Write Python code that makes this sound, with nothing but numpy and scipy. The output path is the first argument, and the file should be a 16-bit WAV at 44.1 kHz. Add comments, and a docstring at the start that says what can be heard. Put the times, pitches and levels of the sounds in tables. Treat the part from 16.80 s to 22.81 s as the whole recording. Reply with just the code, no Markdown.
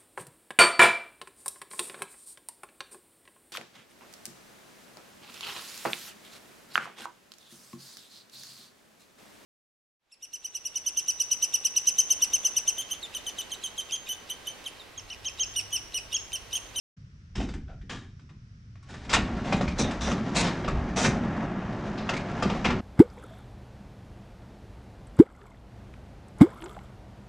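"""A quiet yard with a low drone and faint insects, both filtered noise, lies under the whole scene.
A big sheet-metal barn door is unlatched from inside: knocks and scrapes, gritty noise that dies away.
At two seconds it is jerked loose with a thin sine squeak and rolled along its track: rough noise for
the wheels rumbles through the panel's broad resonances, while the door knocks and scrapes on its guides
and the steel frame rings at its modes, up to a soft end."""
import sys
import numpy as np
from scipy import signal
from scipy.fft import rfft, irfft
from scipy.io import wavfile
from scipy.ndimage import uniform_filter1d

SR = 44100
rng = np.random.default_rng(int(sys.argv[2]) if len(sys.argv) > 2 else 0)


def generate_wav(signal):
    """Clip the signal to [-1, 1] and save it as 16-bit WAV at the path in sys.argv[1]."""
    frames = np.transpose(np.atleast_2d(signal))
    scaled = np.clip(frames, -1, 1) * 32767
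    pcm = np.round(scaled).astype(np.int16)
    wavfile.write(sys.argv[1], SR, pcm)


N = 265085

# drone and insects of the yard, relative spectrum: (frequency [Hz], level [dB per Hz])
YARD_SPECTRUM = [(15, -45), (25, -14.5), (70, -9), (81, -6), (102, -2.5), (147, -6), (167, -12), (200, -14),
                 (325, -33.5), (862, -48.5), (1370, -39), (4230, -46.5), (5610, -40), (7440, -55.5),
                 (11500, -55), (15000, -103), (22000, -120)]
# the yard's side signal re its mid signal: (frequency [Hz], level [dB])
YARD_WIDTH = [(40, -16), (150, -33), (400, -9), (1200, 4), (6000, -3.5), (11000, -2)]
# broad low resonances of the door panel: (frequency [Hz], width [Hz], relative level [dB])
PANEL_MODES = [(120, 48, -2.5), (179, 83, 4), (211, 39, -4.5), (254, 87, 0), (366, 91, -5)]
# deepest resonances, the door swaying: (frequency [Hz], width [Hz], relative level [dB])
SWAY_MODES = [(35, 6.9, -10.5), (61.3, 41, -6.5)]
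# strength of the sway: (time [s], level [dB])
SWAY_LEVEL = [(0.5, -58), (0.57, -32), (1.51, -61.5), (2.19, -52), (2.4, -28), (2.49, -42.5), (2.57, -35.5),
              (2.63, -42), (2.91, -32.5), (2.94, -35), (3.23, -33), (3.51, -50), (3.58, -36.5),
              (3.8, -40.5), (3.97, -27.5), (4.15, -38), (4.2, -39), (5.43, -47), (5.95, -33.5), (6.01, -41)]
# wheels on the track: (time [s], level [dB], treble re level [dB], panel boom [dB])
ROLL_LEVEL = [(2.0, -81, -5, -72), (2.08, -69, 10.5, -64), (2.24, -51, -3.5, -47), (2.48, -37, -12, -32.5),
              (2.93, -43.5, -4, -34), (3.05, -34, -13, -48), (3.24, -39, -7, -35.5),
              (3.29, -32.5, -9.5, -33), (3.42, -38.5, -9, -30), (3.8, -38, -10, -32),
              (3.95, -38, -14.5, -30.5), (4.18, -37, -12.5, -30.5), (4.34, -34.5, -14.5, -27.5),
              (4.71, -35.5, -17, -32), (5.09, -38.5, -12, -33), (5.36, -36, -13.5, -34.5),
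              (5.73, -35, -10, -32.5), (6.01, -39.5, -11, -38)]
# relative spectrum of the wheels: (frequency [Hz], level [dB per Hz])
WHEEL_SPECTRUM = [(210, -16), (350, -4), (377, -6.5), (436, -5.5), (656, -2), (1000, -7.5), (1960, -12.5),
                  (3790, -29.5), (6230, -109.5), (11500, -82), (15000, -106), (22000, -120)]
# treble of wheels rubbing on the rail: (frequency [Hz], relative level [dB])
RUB_SPECTRUM = [(1200, 6), (2800, 9.5), (6200, 4.0), (8000, -6), (11000, -4.5)]
# rings of the steel frame: (frequency [Hz], relative level [dB], fall by 60 dB [s])
FRAME_MODES = [(790, -2, .2), (1200, -3, .15), (1378, -5, .2), (1500, -4, .2), (1690, -4, .2),
               (1850, -4, .2), (2105, -6, .15), (2380, 0, .2), (2700, -3, .15), (2870, -1, .15),
               (3130, -3, .2), (3850, -3, .2), (4140, -5, .15), (5006, -8, .12), (5539, -6, .15),
               (5922, -7, .1), (6220, -8, .1), (6659, -7, .1), (7700, -10, .15), (8190, -9, .2)]
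# dense wash of the big sheet: (frequency [Hz], relative level [dB])
WASH_SPECTRUM = [(300, 0), (2000, 3.5), (9000, -9.5)]
# short knocks: (time [s], level [dB], panel boom [dB], treble [dB], low mids [dB],
# loudest zone [Hz], zone gain before its limits [dB])
KNOCK_EVENTS = [(0.6244, -32.5, -41, -3.5, -3, 6200, 4), (0.686, -31.5, -51, -4.5, 0, 1380, 6.5),
                (0.7359, -33.5, -38.5, -3, -1.5, 1680, 8.5), (0.8774, -46.5, -54, -14, 3, 1470, 11),
                (1.0115, -45.5, -48, -10, -5, 1760, 5), (1.393, -47, -56, -7, -2, 1930, -1),
                (1.4908, -45, -56, -8, 1, 1160, 11), (1.953, -46.5, -61, -9, 1, 1240, 4.5),
                (2.0248, -46, -61, -0.5, -16, 1110, -8), (2.1381, -32, -47, -6, 6, 1780, 7),
                (2.2455, -36, -55, -6, -10, 5170, -4), (2.7225, -12, -27, -8.5, 6, 1140, 6),
                (2.7626, -44, -43, 7, 6, 6860, 8), (2.8082, -19, -27.5, -8.5, 16, 1200, 9.5),
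                (2.877, -22, -43, -7.5, -3, 2230, 8), (3.1078, -26, -50, -4, 3, 6200, -2),
                (3.3113, -21, -27.5, -5.5, 7.5, 1210, 13), (3.843, -23.5, -35, -13.5, 9, 5040, 6.5),
                (3.877, -20, -34.5, -7.5, 9, 1220, 15), (4.2445, -12, -21.5, -9.5, -14, 1650, 8),
                (5.2894, -13, -31, -9.5, 3, 1280, 8), (5.3337, -20, -41, -8.5, -11, 1260, -5),
                (5.3642, -23.5, -42, -5.5, -16, 2310, 10.5), (5.6224, -14.5, -23.5, -6.5, 14, 1240, 11.5),
                (5.6974, -19.5, -32, -11, 14.5, 4690, -2), (5.9019, -15, -24.5, -12, 9, 1670, -4)]
# contacts with their own length and rise, sliding scrapes and a few heavier knocks: (time [s], level [dB],
# panel boom [dB], treble [dB], low mids [dB], # loudest zone [Hz], zone gain before its limits [dB], contact
# [s], fall by 60 dB before the band factor [s], # rise before the band lag [s], level at end of contact re
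# first touch [dB], upper zone [Hz])
SHAPED_CONTACTS = [(0.552, -30, -31, -4, 0, 3020, 5.5, 0.033, 0.38, 0.0042, -4.5, 5500),
                   (0.595, -31, -30, -6, 15, 800, 12.5, 0.02, 0.11, 0.012, -6, 2830),
                   (0.886, -52.5, -64, -12, 9, 694, 15, 0.055, 0.13, 0.0084, -7.5, 1420),
                   (1.094, -31.5, -40, -4, 1, 1700, 7.5, 0.059, 0.29, 0.0017, -7.5, 3200),
                   (2.083, -39, -46.5, -5, 3.5, 1430, 6.5, 0.055, 1, 0.013, -6, 9400),
                   (2.2927, -18.5, -42, -5.5, 3.5, 2060, -1, 0.037, 0.14, 0.0015, 0.5, 5000),
                   (2.326, -4, -28.5, -3.5, -3, 1340, 4.5, 0.024, 0.07, 0.01, -1, 7760),
                   (2.363, -31.5, -31, -6, 14.5, 1320, 18, 0.032, 0.11, 0.0031, -15, 2900),
                   (2.64, -30.5, -32.5, -8, 12, 2560, 0, 0.15, 0.43, 0.01, -4, 6100),
                   (2.979, -22, -25, 1.5, 13.5, 4000, 9.5, 0.043, 0.098, 0.02, -9, 5880),
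                   (3.036, -35.5, -31, -18, 6, 3670, 16, 0.061, 0.14, 0.0051, -11, 6200),
                   (3.204, -28, -33, -2, -2, 3620, 9, 0.11, 0.16, 0.0069, -2.5, 5870),
                   (3.544, -15.5, -29.5, 2, 7.5, 2460, 6, 0.07, 0.071, 0.026, -2.5, 3970),
                   (3.625, -18, -31.5, -7, 3.5, 2350, -2, 0.062, 0.14, 0.0027, -2.5, 3800),
                   (4.158, -15, -49, -0.5, 6.5, 760, 4.5, 0.11, 0.13, 0.0081, 2, 6200),
                   (5.175, -35.5, -39, -11, -15, 4070, 9.5, 0.042, 0.32, 0.0029, -9.5, 4960),
                   (5.8426, -7.5, -24.5, -11.5, 3.5, 1410, 3, 0.013, 0.14, 0.01, -3, 2200)]
# timing of a contact by band: (from [Hz], up to [Hz], factor on the fall time, lag added to the rise [s])
CONTACT_BANDS = [(0, 500, 0.86, 0.017), (485.0, 3475, 1.16, 0.00036), (3490, SR, 1.33, 0.003)]
# a roller breaks loose: (time [s], length [s], frequency [Hz], level [dB])
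ROLLER_SQUEAK = (2.022, .065, 1110, -60)
# reflections, side re mid: (frequency [Hz], level [dB])
REFLECTION_WIDTH = [(30, -33), (160, -73), (330, -64), (800, -56.5), (1150, -15.5), (4000, -10.5),
                    (9000, -8.5)]
# share of the door put to the left: (frequency [Hz], level [dB])
DOOR_LEFT = [(800, -60), (1100, -26), (4000, -29), (9000, -32)]
# microphone response: (frequency [Hz], gain [dB])
MIC_RESPONSE = [(20, 0), (7800, -4), (8600, -9.5), (10500, -16.5), (12000, -37)]

YARD_DB = -47
# every knock shares one shape
KNOCK_S, KNOCK_T60_S, KNOCK_RISE_S, KNOCK_SWELL_DB = 0.0082, 0.11, 0.0029, -6
BOOM_RISE_S, BOOM_T60_S = 0.027, 0.43  # the panel answers a blow slowly and shudders on
START_S, EDGE_HZ = 0.166, 12000


def amp(db):
    """Level law: 20 dB is a tenfold amplitude."""
    return 10 ** (np.asarray(db) / 20)


def evened(x):
    """Normalisation to unit rms."""
    return x / np.sqrt(np.mean(x ** 2) + 1e-20)


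def read(points, hz):
    """Interpolation of a spectrum, linear over logarithmic frequency."""
    f, value = np.transpose(points)
    return np.interp(np.log(hz + 1), np.log(f + 1), value)


def colour(x, points):
    """Linear filtering: the spectrum is multiplied by a gain of (Hz, dB) points."""
    gain = amp(read(points, np.fft.rfftfreq(len(x), 1 / SR)))
    return irfft(rfft(x) * gain, len(x))


def curves(rows):
    """Interpolation in time of each column, at -120 before the first row."""
    s, *columns = np.transpose(rows)
    return [np.interp(np.arange(N) / SR, s, c, left=-120) for c in columns]


def add(mix, s, sound):
    """Superposition: a sound is summed into the mix from its onset in seconds."""
    part = mix[round(s * SR):][:len(sound)]
    part += sound[:len(part)]


def humps(x, modes):
    """Resonance: noise is shaped by the sum of bell-like mode curves."""
    hz = np.fft.rfftfreq(len(x), 1 / SR)
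    gain = sum(amp(db) / (1 + (2 * (hz - f) / width) ** 2) for f, width, db in modes)
    return evened(irfft(rfft(x) * gain, len(x)))


def gritty(size, spread_db, grain):
    """Friction on a rough surface: noise whose strength varies from spot to spot, grain samples wide."""
    spots = evened(uniform_filter1d(rng.standard_normal(size), grain))
    return evened(rng.standard_normal(size) * amp(spread_db * spots))


def yard():
    """Broadband ambience: noise filtered into a distant drone and a steady insect hiss."""
    return amp(YARD_DB) * evened(colour(rng.standard_normal(N), YARD_SPECTRUM))


def shudder():
    """Energy summation: rolling feeds the panel's boom, each contact adds a swell that dies away."""
    power = amp(curves(ROLL_LEVEL)[2]) ** 2
    t = np.arange(SR) / SR
    blows = [(k[0], k[2], KNOCK_S) for k in KNOCK_EVENTS]
    blows += [(k[0], k[2], k[7]) for k in SHAPED_CONTACTS]
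    for s, db, length in blows:
        fall_db = -60 * np.maximum(t - BOOM_RISE_S - length, 0) / BOOM_T60_S
        swell = np.minimum(t / BOOM_RISE_S, 1) * amp(db + fall_db)
        add(power, s, swell ** 2)
    return np.sqrt(power)


def rumble():
    """Forced vibration: the panel booms at its broad low modes and sways deeper still."""
    boom = humps(gritty(size=N, spread_db=0, grain=400), PANEL_MODES)
    sway = humps(rng.standard_normal(N), SWAY_MODES)
    return shudder() * boom + amp(curves(SWAY_LEVEL)[0]) * sway


def ring(x, level_db, wash_db):
    """Impulse response: convolution adds decaying frame modes and a dense short wash of the sheet."""
    t = np.arange(SR // 2) / SR
    modes = sum(amp(db - 60 * t / t60) * np.sin(2 * np.pi * hz * t) for hz, db, t60 in FRAME_MODES)
    wash = colour(rng.standard_normal(len(t)), WASH_SPECTRUM) * amp(-60 * t / 0.35)
    body = amp(level_db) * modes / np.linalg.norm(modes)
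    body += amp(wash_db) * wash / np.linalg.norm(wash)
    return x + signal.fftconvolve(x, body)[:N]


def roll():
    """Roughness excitation: rough wheels on a rough rail, with treble rubbing on its own curve."""
    level_db, treble_db, _ = curves(ROLL_LEVEL)
    # dents in the rail
    bumps = amp(1.4 * evened(uniform_filter1d(rng.standard_normal(N), size=1500)))
    grit = evened(colour(gritty(size=N, spread_db=0.0, grain=150), WHEEL_SPECTRUM))
    fizz = evened(colour(gritty(size=N, spread_db=1.6, grain=100), RUB_SPECTRUM))
    wheels = bumps * amp(level_db) * (grit + amp(treble_db) * fizz)
    return ring(wheels, level_db=-28, wash_db=-14.5)


def contact(db, treble_db, low_mid_db, length, t60, zone_hz, zone_db, rise, swell_db, upper_hz=SR):
    """Friction and free decay: grit rubs while metal touches; mids rise fastest, treble rings longest."""
    t = np.arange(1 << 15) / SR
    grit = gritty(size=len(t), spread_db=1.8, grain=50)
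    hz = np.fft.rfftfreq(len(t), 1 / SR)
    shape = [(60, low_mid_db - 15.0), (220, low_mid_db - 0.5), (600, low_mid_db), (1100, 1),
             (1900, 0.88), (3200, -1.5), (6000, treble_db), (10000, 1.7 * treble_db - 6.5)]
    # the default upper zone lies out of hearing
    zones = sum(np.exp(-((hz - f) / (0.08 * f + 90)) ** 2) for f in (zone_hz, upper_hz))
    zone_db = np.clip(zone_db, 0, 16)
    # every spot on the sheet favours other clusters of its countless modes
    lumps = uniform_filter1d(rng.standard_normal(len(hz)), size=150)
    lumps = evened(uniform_filter1d(lumps, size=150))
    spectrum = rfft(grit) * amp(read(shape, hz) + zone_db * zones + 1.5 * lumps)
    length, rise = max(length, 0.002), max(rise, 0.001)
    out = 0
    for lo_hz, hi_hz, slower, lag in CONTACT_BANDS:
        band = irfft(spectrum * (hz >= lo_hz) * (hz < hi_hz), len(t))
        level_db = swell_db * (np.minimum(t / length, 1) - 1)
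        # swell_db holds at the first touch with its sign turned
        level_db -= 60 * np.maximum(t - length, 0) / (t60 * slower)
        # the rubbing stops, only the ringing is left
        level_db -= 1.4 * np.clip((t - length) / 0.01, 0, 1)
        out = out + band * amp(level_db) * np.minimum(t / (rise + lag), 1) ** 1.1
    return amp(db) * out / 2  # noise peaks stand about twice over its rms


def squeak():
    """Periodic oscillation: a roller breaks loose in one thin sine with soft edges."""
    _, length, hz, db = ROLLER_SQUEAK
    t = np.arange(0, length, 1 / SR)
    return amp(db) * np.sin(2 * np.pi * hz * t) * signal.windows.tukey(len(t), 0.5)


def clanks():
    """Superposition of contacts: knocks and scrapes set the frame ringing, and one squeak joins."""
    mix = np.zeros(N)
    for s, db, _, treble_db, low_mid_db, zone_hz, zone_db in KNOCK_EVENTS:
        add(mix, s, contact(db, treble_db, low_mid_db, KNOCK_S, KNOCK_T60_S, zone_hz, zone_db,
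                            KNOCK_RISE_S, KNOCK_SWELL_DB))
    for s, db, _, treble_db, low_mid_db, zone_hz, zone_db, length, t60, *rest in SHAPED_CONTACTS:
        add(mix, s, contact(db, treble_db, low_mid_db, length, t60, zone_hz, zone_db, *rest))
    mix = ring(mix, level_db=-16, wash_db=-10)
    add(mix, ROLLER_SQUEAK[0], squeak())
    return mix


def reflections(x):
    """Diffuse reflection: wall and ground return the sound with ever-changing phase."""
    z = signal.stft(x, nperseg=512)[2]
    turned = z * np.exp(2j * np.pi * rng.random(z.shape))
    return colour(signal.istft(turned, nperseg=512)[1][:N], REFLECTION_WIDTH)


def scene():
    """Mid and side stereo: a nearly mono door, treble widened by reflections, the yard all around."""
    hits = clanks() + rumble()
    rolling = roll()
    door = hits + rolling
    side = reflections(hits + amp(0.5) * rolling)  # spread-out sources are wider than single blows
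    side += colour(yard(), YARD_WIDTH)
    side += colour(door, DOOR_LEFT)  # the door stands a little left
    mid = door + yard()
    return np.array([mid + side, mid - side])


def record(dry):
    """Transducer response: microphone colour, a late start and soft end, then the band limit."""
    t = np.arange(N) / SR
    fades = np.clip(np.minimum(t - START_S, t[-1] - t) / 0.006, 0, 1)
    heard = np.array([colour(c, MIC_RESPONSE) for c in dry]) * fades
    lowpass = signal.firwin(511, EDGE_HZ, window=("kaiser", 9), fs=SR)
    return signal.oaconvolve(heard, lowpass[None], "same")


dry = scene()
out = record(dry)
generate_wav(out)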